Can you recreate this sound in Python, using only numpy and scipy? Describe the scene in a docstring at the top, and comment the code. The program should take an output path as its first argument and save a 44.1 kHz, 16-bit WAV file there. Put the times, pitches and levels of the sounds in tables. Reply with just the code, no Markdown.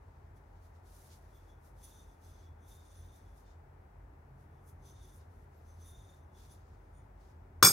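"""A soft cloth hiss and a faint porcelain ring: gloved hands turn a teacup close to the microphones.
Threads slide over the glaze; their friction feeds the cup's modes, and fingertips slip and squeak.
At the end the cup is set on its saucer: a knock, a table thud, a quick bright chatter as the foot settles.
Behind it, ventilation hushes and drones in a quiet, softly rumbling room."""
import sys
import numpy as np
from scipy import signal
from scipy.fft import rfft, irfft, next_fast_len
from scipy.io import wavfile
from scipy.ndimage import uniform_filter1d, map_coordinates

SR = 44100
rng = np.random.default_rng(int(sys.argv[2]) if len(sys.argv) > 2 else 0)


def store_wav(level_fs):
    """Save 16-bit WAV to argv[1]."""
    pcm = np.round(np.clip(np.atleast_2d(level_fs), -1, 1) * 32767)
    wavfile.write(sys.argv[1], SR, pcm.T.astype(np.int16))


N = 340452

# glove slides over the glaze: (full-speed time [s], hold [s], hiss [dB], fizz [dB])
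GLOVE_STROKES = [(.03, 0.24, -88, -99), (0.375, 0.15, -89, -97), (.567, .01, -83, -99),
                 (0.637, .025, -79, -80), (.755, .015, -80, -89), (.87, 0.055, -75.5, -75.5),
                 (.945, 0.13, -73.5, -69.5), (1.117, .015, -67, -80), (1.145, 0.017, -77, -72.5),
                 (1.222, .28, -82, -85), (1.345, 0.018, -90, -80), (1.652, 0.023, -78.5, -74.5),
                 (1.79, .03, -77, -76), (1.857, 0.049, -72.5, -68.5), (1.93, 0.097, -76, -77),
                 (2.06, 0.086, -82, -83), (2.236, 0.075, -74.5, -74.5), (2.35, 0.095, -76.5, -85),
                 (2.688, 0.07, -74.5, -69.5), (2.803, 0.15, -77.5, -81), (2.93, 0.12, -77, -79),
                 (3.06, 0.15, -81, -86), (3.23, .08, -84, -87), (3.366, 0.037, -78.5, -77.5),
                 (3.462, 0.059, -77, -99), (4.4, .03, -85, -85), (4.52, 0.11, -96, -93),
                 (4.67, .025, -91, -75), (4.862, .035, -71.5, -73), (4.958, .04, -75, -93),
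                 (5.03, 0.064, -75.5, -75.5), (5.145, .025, -82, -71.5), (5.2, 0.014, -76, -87),
                 (5.315, 0.12, -87, -85.5), (5.535, .12, -84.5, -88), (5.67, 0.12, -82, -84),
                 (5.806, .04, -76, -76.5), (5.87, 0.037, -77, -70), (5.97, 0.2, -79.5, -82.5),
                 (6.38, .085, -72, -75.5), (6.512, 0.042, -75.5, -77), (6.6, 0.15, -83, -103),
                 (6.8, 0.25, -90.5, -99), (7.21, 0.1, -79.5, -88)]
# fingertip lets go: (time [s], level [dB], Gaussian width [s], cup ring re level [dB])
FINGER_SLIPS = [(0.371, -83, 0.011, 0), (1.122, -79, .012, 0), (1.845, -66.5, 0.0091, -4),
                (3.164, -78, 0.023, -12), (4.695, -79, 0.013, -1), (6.524, -79, 0.012, -6)]
# cup foot meets saucer: (time [s], ring [dB], knock [dB], snap [dB])
FOOT_CONTACTS = [(7.6263, -26, -7, -21.5), (7.6273, 1, -35, -18), (7.6464, 0.5, -29, -41),
                 (7.6492, -0.5, -31, -27), (7.6585, -13, -37, -28.5), (7.6703, -7.5, -19.5, -40),
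                 (7.691, -30, -44, -29.5)]


def amp(db):
    """Decibels to gain."""
    return 10 ** (np.asarray(db) / 20)


def unit(x):
    """Scale to rms 1."""
    return x / np.sqrt(np.mean(x ** 2) + 1e-20)


def even(x, window_s):
    """Hold the running rms at 1."""
    return x / np.sqrt(np.abs(uniform_filter1d(x ** 2, int(window_s * SR), axis=-1)) + 1e-20)


def along(points, hz):
    """Interpolate (Hz, value) points on a log axis."""
    freqs, values = np.transpose(points)
    return np.interp(np.log(hz + 1), np.log(freqs + 1), values)


def wobble(rate_hz, size=N):
    """Smooth random curve through unit-variance knots."""
    knots = rng.standard_normal(int(size * rate_hz / SR) + 4)
    return map_coordinates(knots, [np.arange(size) * rate_hz / SR])


def filtered(x, response):
    """Apply a complex frequency response."""
    size = next_fast_len(N + SR // 2)
    return irfft(rfft(x, size) * response(np.fft.rfftfreq(size, 1 / SR)), size)[..., :N]


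def colour(points):
    """Response of a (Hz, dB) spectrum."""
    return lambda f: amp(along(points, f))


def resonances(modes):
    """Causal response of (Hz, width Hz, dB) modes."""
    return lambda f: sum(amp(db) * 1j * f * width / (hz * hz - f * f + 1j * f * width)
                         for hz, width, db in modes)


def stereo_noise(response):
    """Coloured noise of rms 1 at two microphones: alike in the bass, apart in the midrange."""
    # microphone likeness: (frequency [Hz], left-right correlation)
    likeness = [(60, 0.98), (120, 1), (240, 0.73), (480, 0.15), (950, -0.079), (1890, -0.044), (3770, 0.14),
                (7520, 0.08), (15000, 0.92)]
    # microphone balance: (frequency [Hz], left minus right [dB])
    balance = [(60, 1.5), (120, -0.5), (240, 1.5), (480, 1), (950, 7.5), (1890, 2.5), (3770, 1), (7520, -4),
               (15000, 2.5)]

    def mid_side(f):
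        angle = np.arccos(np.clip(along(likeness, f), -1, 1)) / 2
        return response(f) * np.array([np.cos(angle), np.sin(angle)])
    mid, side = filtered(rng.standard_normal((2, N)), mid_side)
    pair = np.array([mid + side, mid - side])
    return unit(filtered(pair, lambda f: amp(np.outer([.5, -.5], along(balance, f)))))


def near(x, width):
    """Narrow the stereo image, as for a close source."""
    mid = x.mean(axis=0)
    return (mid + width * (x - mid)) * np.sqrt(2 / (1 + width ** 2))


def effort(moves, rise_db_per_s=333, fall_db_per_s=250):
    """Gain of (s, hold s, dB) hand movements: each swells, holds and fades; powers add."""
    t = np.arange(0, N, 64) / SR
    power = 0
    for start, hold, db in moves:
        rise_db = rise_db_per_s * np.maximum(start - t, 0)
        fall_db = fall_db_per_s * np.maximum(t - start - hold, 0)
        power += amp(db - rise_db - fall_db) ** 2
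    return np.interp(np.arange(N), np.linspace(0, N, len(power)), np.sqrt(power))


def touch(time_s, width_s):
    """Gaussian envelope of a brief touch."""
    return np.exp(-((np.arange(N) / SR - time_s) / width_s) ** 2 / 2)


def ventilation(rumble_db=-56, air_db=-63.5, left_lag_s=0.00017):
    """Moving air hushes, drones and stirs the room's low modes; the lows reach the left side later."""
    # room resonances: (frequency [Hz], width [Hz], level [dB])
    room_modes = [(48.3, 3.8, 2), (62.9, 6.9, -8), (80.1, 5.4, 3.5)]
    # ventilation drone: (frequency [Hz], width [Hz], level [dB])
    drone_modes = [(97.6, 6.2, -3.5), (132.3, 4.2, -5), (185, 11, -21), (270.5, 2.6, -16), (368, 7, -20)]
    # drone swell: (time [s], level [dB])
    drone_swell = [(0, -67), (3.6, -67), (4.4, -61.5), (5.2, -61), (5.7, -66), (6.4, -60.5), (7, -64.5),
                   (7.7, -59.5)]
    # ventilation and microphone hiss: (frequency [Hz], density [dB])
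    air_spectrum = [(40, -14.5), (140, 0), (250, -4), (420, -1), (520, -4.5), (870, -2.5), (1100, -8.5),
                    (1500, -10.5), (2000, -15), (2500, -22), (3100, -29), (4300, -32.5), (6000, -33),
                    (7200, -35), (15500, -37.5)]
    rumble_gain = amp(rumble_db + 2.25 * wobble(12))
    drone_gain = amp(np.interp(np.arange(N) / SR, *np.transpose(drone_swell)))
    rumble_band = colour([(25, -26), (42, 0), (90, 0), (180, -20)])
    drone_band = colour([(40, -15), (90, 0), (400, 0), (800, -15)])
    rumble = filtered(rng.standard_normal(N), lambda f: resonances(room_modes)(f) * rumble_band(f))
    drone = filtered(rng.standard_normal(N), lambda f: resonances(drone_modes)(f) * drone_band(f))
    low = rumble_gain * even(rumble, 0.084) + drone_gain * unit(drone)
    low = filtered(low, lambda f: np.exp(np.outer([-1j, 1j], np.pi * f * left_lag_s)))
    return low + amp(air_db) * stereo_noise(colour(air_spectrum))


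def room_echo(x):
    """Nearby walls answer; each frequency dies at its own rate."""
    # room decay: (frequency [Hz], t60 [s])
    decay = [(150, 0.16), (1200, 0.13), (4000, 0.21), (14000, 0.2)]
    hz, t, spectra = signal.stft(rng.standard_normal((2, SR // 2)), SR, nperseg=256)
    tail = signal.istft(spectra * amp(-60 * t / along(decay, hz)[:, None]), SR, nperseg=256)[1]
    tail = np.pad(tail, ((0, 0), (SR // 300, 0)))
    return signal.fftconvolve(x, tail / np.linalg.norm(tail[0]), axes=1)[:, :N]


def glove_cloth(hiss_gain, fizz_gain):
    """Threads slide on the glaze: a hiss and a brighter fizz, with a burst at each slip."""
    # cloth friction, both: (frequency [Hz], density [dB])
    hiss_spectrum = [(1500, -11), (2700, -3.5), (3800, -0.5), (5400, 0.5), (7500, -4), (10000, -17),
                     (13000, -24), (16000, -20)]
    fizz_spectrum = [(3000, -26), (6000, 3.5), (8000, -0.5), (10000, 6), (12500, 0.5), (14500, 0),
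                     (16000, -10)]
    hiss = near(stereo_noise(colour(hiss_spectrum)), 0.99)
    fizz = near(stereo_noise(colour(fizz_spectrum)), 0.64)
    cloth = hiss * hiss_gain + fizz * fizz_gain
    for time_s, db, width_s, _ in FINGER_SLIPS:
        cloth += amp(db) * touch(time_s, width_s) * (1.24 * fizz + .5 * hiss)
    return cloth * amp(1.05 * wobble(550))  # threads catch unevenly


def friction_ring(modes, wander_db=1.0):
    """Friction feeds each mode in fits; the shifting grip damps now one, now another."""
    ring = np.zeros(N)
    for hz, width, db in modes:
        tone = filtered(rng.standard_normal(N), lambda f: np.abs(resonances([(hz, width, 0)])(f)) ** 1.5)
        ring += even(tone, 0.061) * np.sqrt(width) * amp(db + wander_db * wobble(7.6))
    return even(ring * amp(0.94 * wobble(90)), .1)


def rubbed_cup(stroke_gain, brush_db=-20.5):
    """Pressing fingers, light strokes and slips set the cup's mode families ringing."""
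    # cup modes, four families: (frequency [Hz], nominal width [Hz], density [dB])
    rim = [(3640, 45, 0), (6980, 50, -9), (14100, 60, -17)]
    wall = [(3420, 70, 0), (5500, 60, -9), (13720, 70, -14)]
    bowl = [(6110, 70, 0), (6080, 480, -13), (10400, 80, -9), (15000, 80, -21)]
    foot = [(9000, 150, 0), (6990, 55, -4), (11100, 80, -7)]
    # how readily each rings: {family: gain [dB]}
    family_db = {"rim": 1.5, "wall": -0.5, "bowl": 5, "foot": 2}
    # finger rubs: (full-pressure time [s], hold [s], level [dB], favoured family, others re level [dB])
    rubs = [(1.347, 0.036, -79.5, "wall", -10), (1.492, 0.027, -78.5, "wall", -11),
            (1.83, .05, -76.5, "bowl", -2), (1.915, 0.097, -75.5, "rim", -4),
            (1.96, .04, -79.5, "bowl", -12), (2.08, .04, -84.5, "wall", -5),
            (2.236, .18, -83.5, "bowl", -9), (2.25, .13, -83, "wall", -16),
            (2.437, 0.041, -78.5, "wall", -17), (2.62, .04, -83.5, "wall", -4.5),
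            (2.706, .025, -74, "rim", -4.5), (2.78, .03, -76.5, "rim", -12), (2.86, .06, -78.5, "foot", -5),
            (2.955, 0.061, -78.5, "bowl", -3.5), (3.066, .1, -81.5, "rim", -4),
            (3.23, .09, -86, "wall", -9), (3.47, 0.032, -84.5, "rim", -19), (4.52, .08, -93, "wall", -8),
            (4.86, .05, -74, "bowl", -7), (4.955, .06, -79, "rim", -7), (5.03, 0.017, -76.5, "wall", -2),
            (5.08, 0.054, -79.5, "foot", -4.5), (5.683, .035, -80.5, "bowl", -11),
            (5.821, .04, -74.5, "bowl", -8), (5.87, 0.13, -73, "rim", -8), (6.02, .03, -80.5, "foot", -2),
            (6.093, 0.021, -73.5, "rim", -10), (6.18, .04, -91, "bowl", -1),
            (6.35, .075, -79.5, "wall", -7), (6.502, 0.02, -80.5, "bowl", -0.5),
            (6.68, 0.21, -97, "foot", -6), (6.958, .025, -80, "foot", -11.5)]
    families = dict(rim=rim, wall=wall, bowl=bowl, foot=foot)
    rings = {name: friction_ring(modes) for name, modes in families.items()}
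    cup = np.zeros(N)
    for name, ring in rings.items():
        moves = [(time_s, hold_s, db if favoured == name else db + others_db)
                 for time_s, hold_s, db, favoured, others_db in rubs]
        pressure = effort(moves, rise_db_per_s=400, fall_db_per_s=230)
        drive = np.hypot(pressure, amp(brush_db) * stroke_gain)
        cup += amp(family_db[name]) * drive * ring
    for time_s, db, width_s, ring_db in FINGER_SLIPS:
        cup += amp(db + ring_db) * touch(time_s, width_s) * (rings["bowl"] + rings["wall"]) / 2
    return cup


def finger_squeaks():
    """A fingertip squeaks on one mode, its phase wavering."""
    # squeaks: (time [s], frequency [Hz], level [dB], Gaussian width [s])
    squeaks = [(1.37, 13720, -76, .018), (1.51, 11100, -87, .02), (1.85, 10400, -57, 0.01),
               (2.982, 10400, -69, .022), (3.0, 15100, -80, .014), (3.06, 15030, -79, .014),
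               (4.89, 10400, -79, .015), (5.175, 10400, -73, .013), (5.58, 12900, -78, .014),
               (5.89, 10430, -64, 0.026), (6.41, 15000, -82, .016), (6.524, 10400, -65, 0.013)]
    t = np.arange(N) / SR
    waver_rad = .9 * wobble(150)
    return sum(amp(db) * touch(time_s, width_s) * np.sin(2 * np.pi * hz * t + waver_rad)
               for time_s, hz, db, width_s in squeaks)


def table_thud(t60_s=0.31):
    """The table shivers under the load from the first contact on."""
    # wooden table top: (frequency [Hz], width [Hz], level [dB])
    wood_modes = [(112, 10.7, 5.5), (180, 34, 2.5), (370, 66, 0), (567, 68, -11), (770, 54, -11)]
    age = np.maximum(np.arange(N) / SR - FOOT_CONTACTS[0][0], 0)
    envelope = (age > 0) * amp(-25 - 60 * age / t60_s)
    wood = stereo_noise(lambda f: np.sqrt(sum(np.abs(resonances([m])(f)) ** 2 for m in wood_modes)))
    thud = envelope * even(near(wood, 0.57), 0.034)
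    highpass = signal.butter(4, 85, "high", fs=SR, output="sos")
    return signal.sosfilt(highpass, thud) * amp([[.8], [-.8]])


def saucer_knock(hz=1063, rise_s=0.0019, bend_cycles=1.15):
    """The saucer knocks on the table at each contact; higher bending waves arrive first."""
    knock = np.zeros((2, N))
    for time_s, _, db, _ in FOOT_CONTACTS:
        age = np.maximum(np.arange(N) / SR - time_s, 0)
        swell = (age / rise_s * np.exp(1 - age / rise_s)) ** 2
        cycles = hz * age + bend_cycles * (1 - np.exp(-age / rise_s))
        knock += amp(db) * swell * np.sin(2 * np.pi * cycles + np.array([[.3], [-.3]]))
    return knock * amp([[1.4], [-1.4]])


def glaze_snap(snap_t60_s=0.067, tick_t60_s=0.0079, tick_hz=4150):
    """Glaze meets glaze: a tick at first touch, a dry snap at every contact."""
    # contact snap: (frequency [Hz], density [dB])
    snap_spectrum = [(300, -12), (1200, 4), (2200, -8.5), (2900, -12.5), (4200, -3), (6000, -4.5),
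                     (7200, -15), (8500, -12), (9800, -15), (13000, -20), (14800, -15), (16000, -8.5)]
    t = np.arange(N) / SR
    snap_gain = sum((t >= time_s) * amp(db - 60 * np.maximum(t - time_s, 0) / snap_t60_s)
                    for time_s, _, _, db in FOOT_CONTACTS)
    age = np.maximum(t - FOOT_CONTACTS[0][0], 0)
    tick_gain = amp(-11 - 60 * age / tick_t60_s) * (1 - np.exp(-age / 0.00073))
    tick = tick_gain * np.sin(2 * np.pi * tick_hz * age)
    return tick + snap_gain * near(stereo_noise(colour(snap_spectrum)), 0.89)


def china_ring(scatter_db=2.5, jolt_rad=0.79, build_s=.0005, t60_scale=0.8, chatter=.33):
    """Each contact adds energy to every mode and jolts its phase; the rocking foot roughens the ring."""
    # cup and saucer modes:
    # (frequency [Hz], level [dB], unscaled t60 [s], left minus right [dB], left lead [rad])
    china_modes = [(1392, -33, .3, 3, .5), (2353, -34, .25, 4, -.5), (3520, -28, .17, 1, 1.6),
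                   (4897, -16.5, .18, 0, .4), (5405, -26, .24, 1, .7), (5900, -40, .4, -6, .5),
                   (6541, -23.5, .24, -6, .3), (7585, -37, .25, 8, -.2), (8156, -21, .14, -2, .1),
                   (8400, -27, .18, 0, .3), (8437, -23, .18, 0, .3), (8992, -31, .3, -1, .4),
                   (10572, -33, .4, 0, -.4), (11340, -37, .5, 0, -.3), (11935, -39, .2, 0, -.1),
                   (12276, -35, .35, 1, -.6), (12886, -27, .14, 0, -.5), (12924, -26, .18, 0, -.5),
                   (14304, -30, .22, 0, -.7), (15530, -31, .16, 0, -1)]
    times, contact_db, _, _ = np.transpose(FOOT_CONTACTS)
    first = int((times[0] - .01) * SR)
    t = np.arange(first, N) / SR
    age = t - times[:, None]
    onset = 1 - np.exp(-np.maximum(age, 0) / build_s)
    side = np.array([[.5], [-.5]])
    ring = np.zeros((2, N))
    for hz, db, t60_s, pan_db, lead_rad in china_modes:
        blow_db = contact_db - scatter_db * rng.standard_normal(len(times))
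        blows = onset * amp(blow_db[:, None] - 60 * np.abs(age) / (t60_s * t60_scale))
        envelope = np.linalg.norm(blows, axis=0)
        phase = rng.uniform(0, 2 * np.pi) + jolt_rad * rng.standard_normal(len(times)) @ onset
        rocking = 1 + chatter * (wobble(169, len(t)) + 1j * wobble(173, len(t)))
        carrier = np.exp(1j * (2 * np.pi * hz * t + phase + side * lead_rad))
        ring[:, first:] += amp(db + side * pan_db) * envelope * np.imag(rocking * carrier)
    return ring


def scene():
    """The landing with its echo, the handling before it, and the ventilation."""
    clink = china_ring() + glaze_snap()
    knock, thud = saucer_knock(), table_thud()
    echo = near(room_echo(amp(-6.5) * clink + amp(-5.5) * knock), 0.55)
    hiss_gain = effort([(time_s, hold_s, db) for time_s, hold_s, db, _ in GLOVE_STROKES])
    fizz_gain = effort([(time_s, hold_s, db) for time_s, hold_s, _, db in GLOVE_STROKES])
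    cloth = glove_cloth(hiss_gain, fizz_gain)
    cup = (rubbed_cup(hiss_gain) + finger_squeaks()) * amp([[-.7], [.7]])
    return ventilation() + echo + cloth + cup + thud + knock + clink


def record(dry):
    """Steep low-pass at 15.8 kHz."""
    return signal.sosfilt(signal.ellip(10, .2, 90, 15800, fs=SR, output="sos"), dry)


dry = scene()
out = record(dry)
store_wav(out)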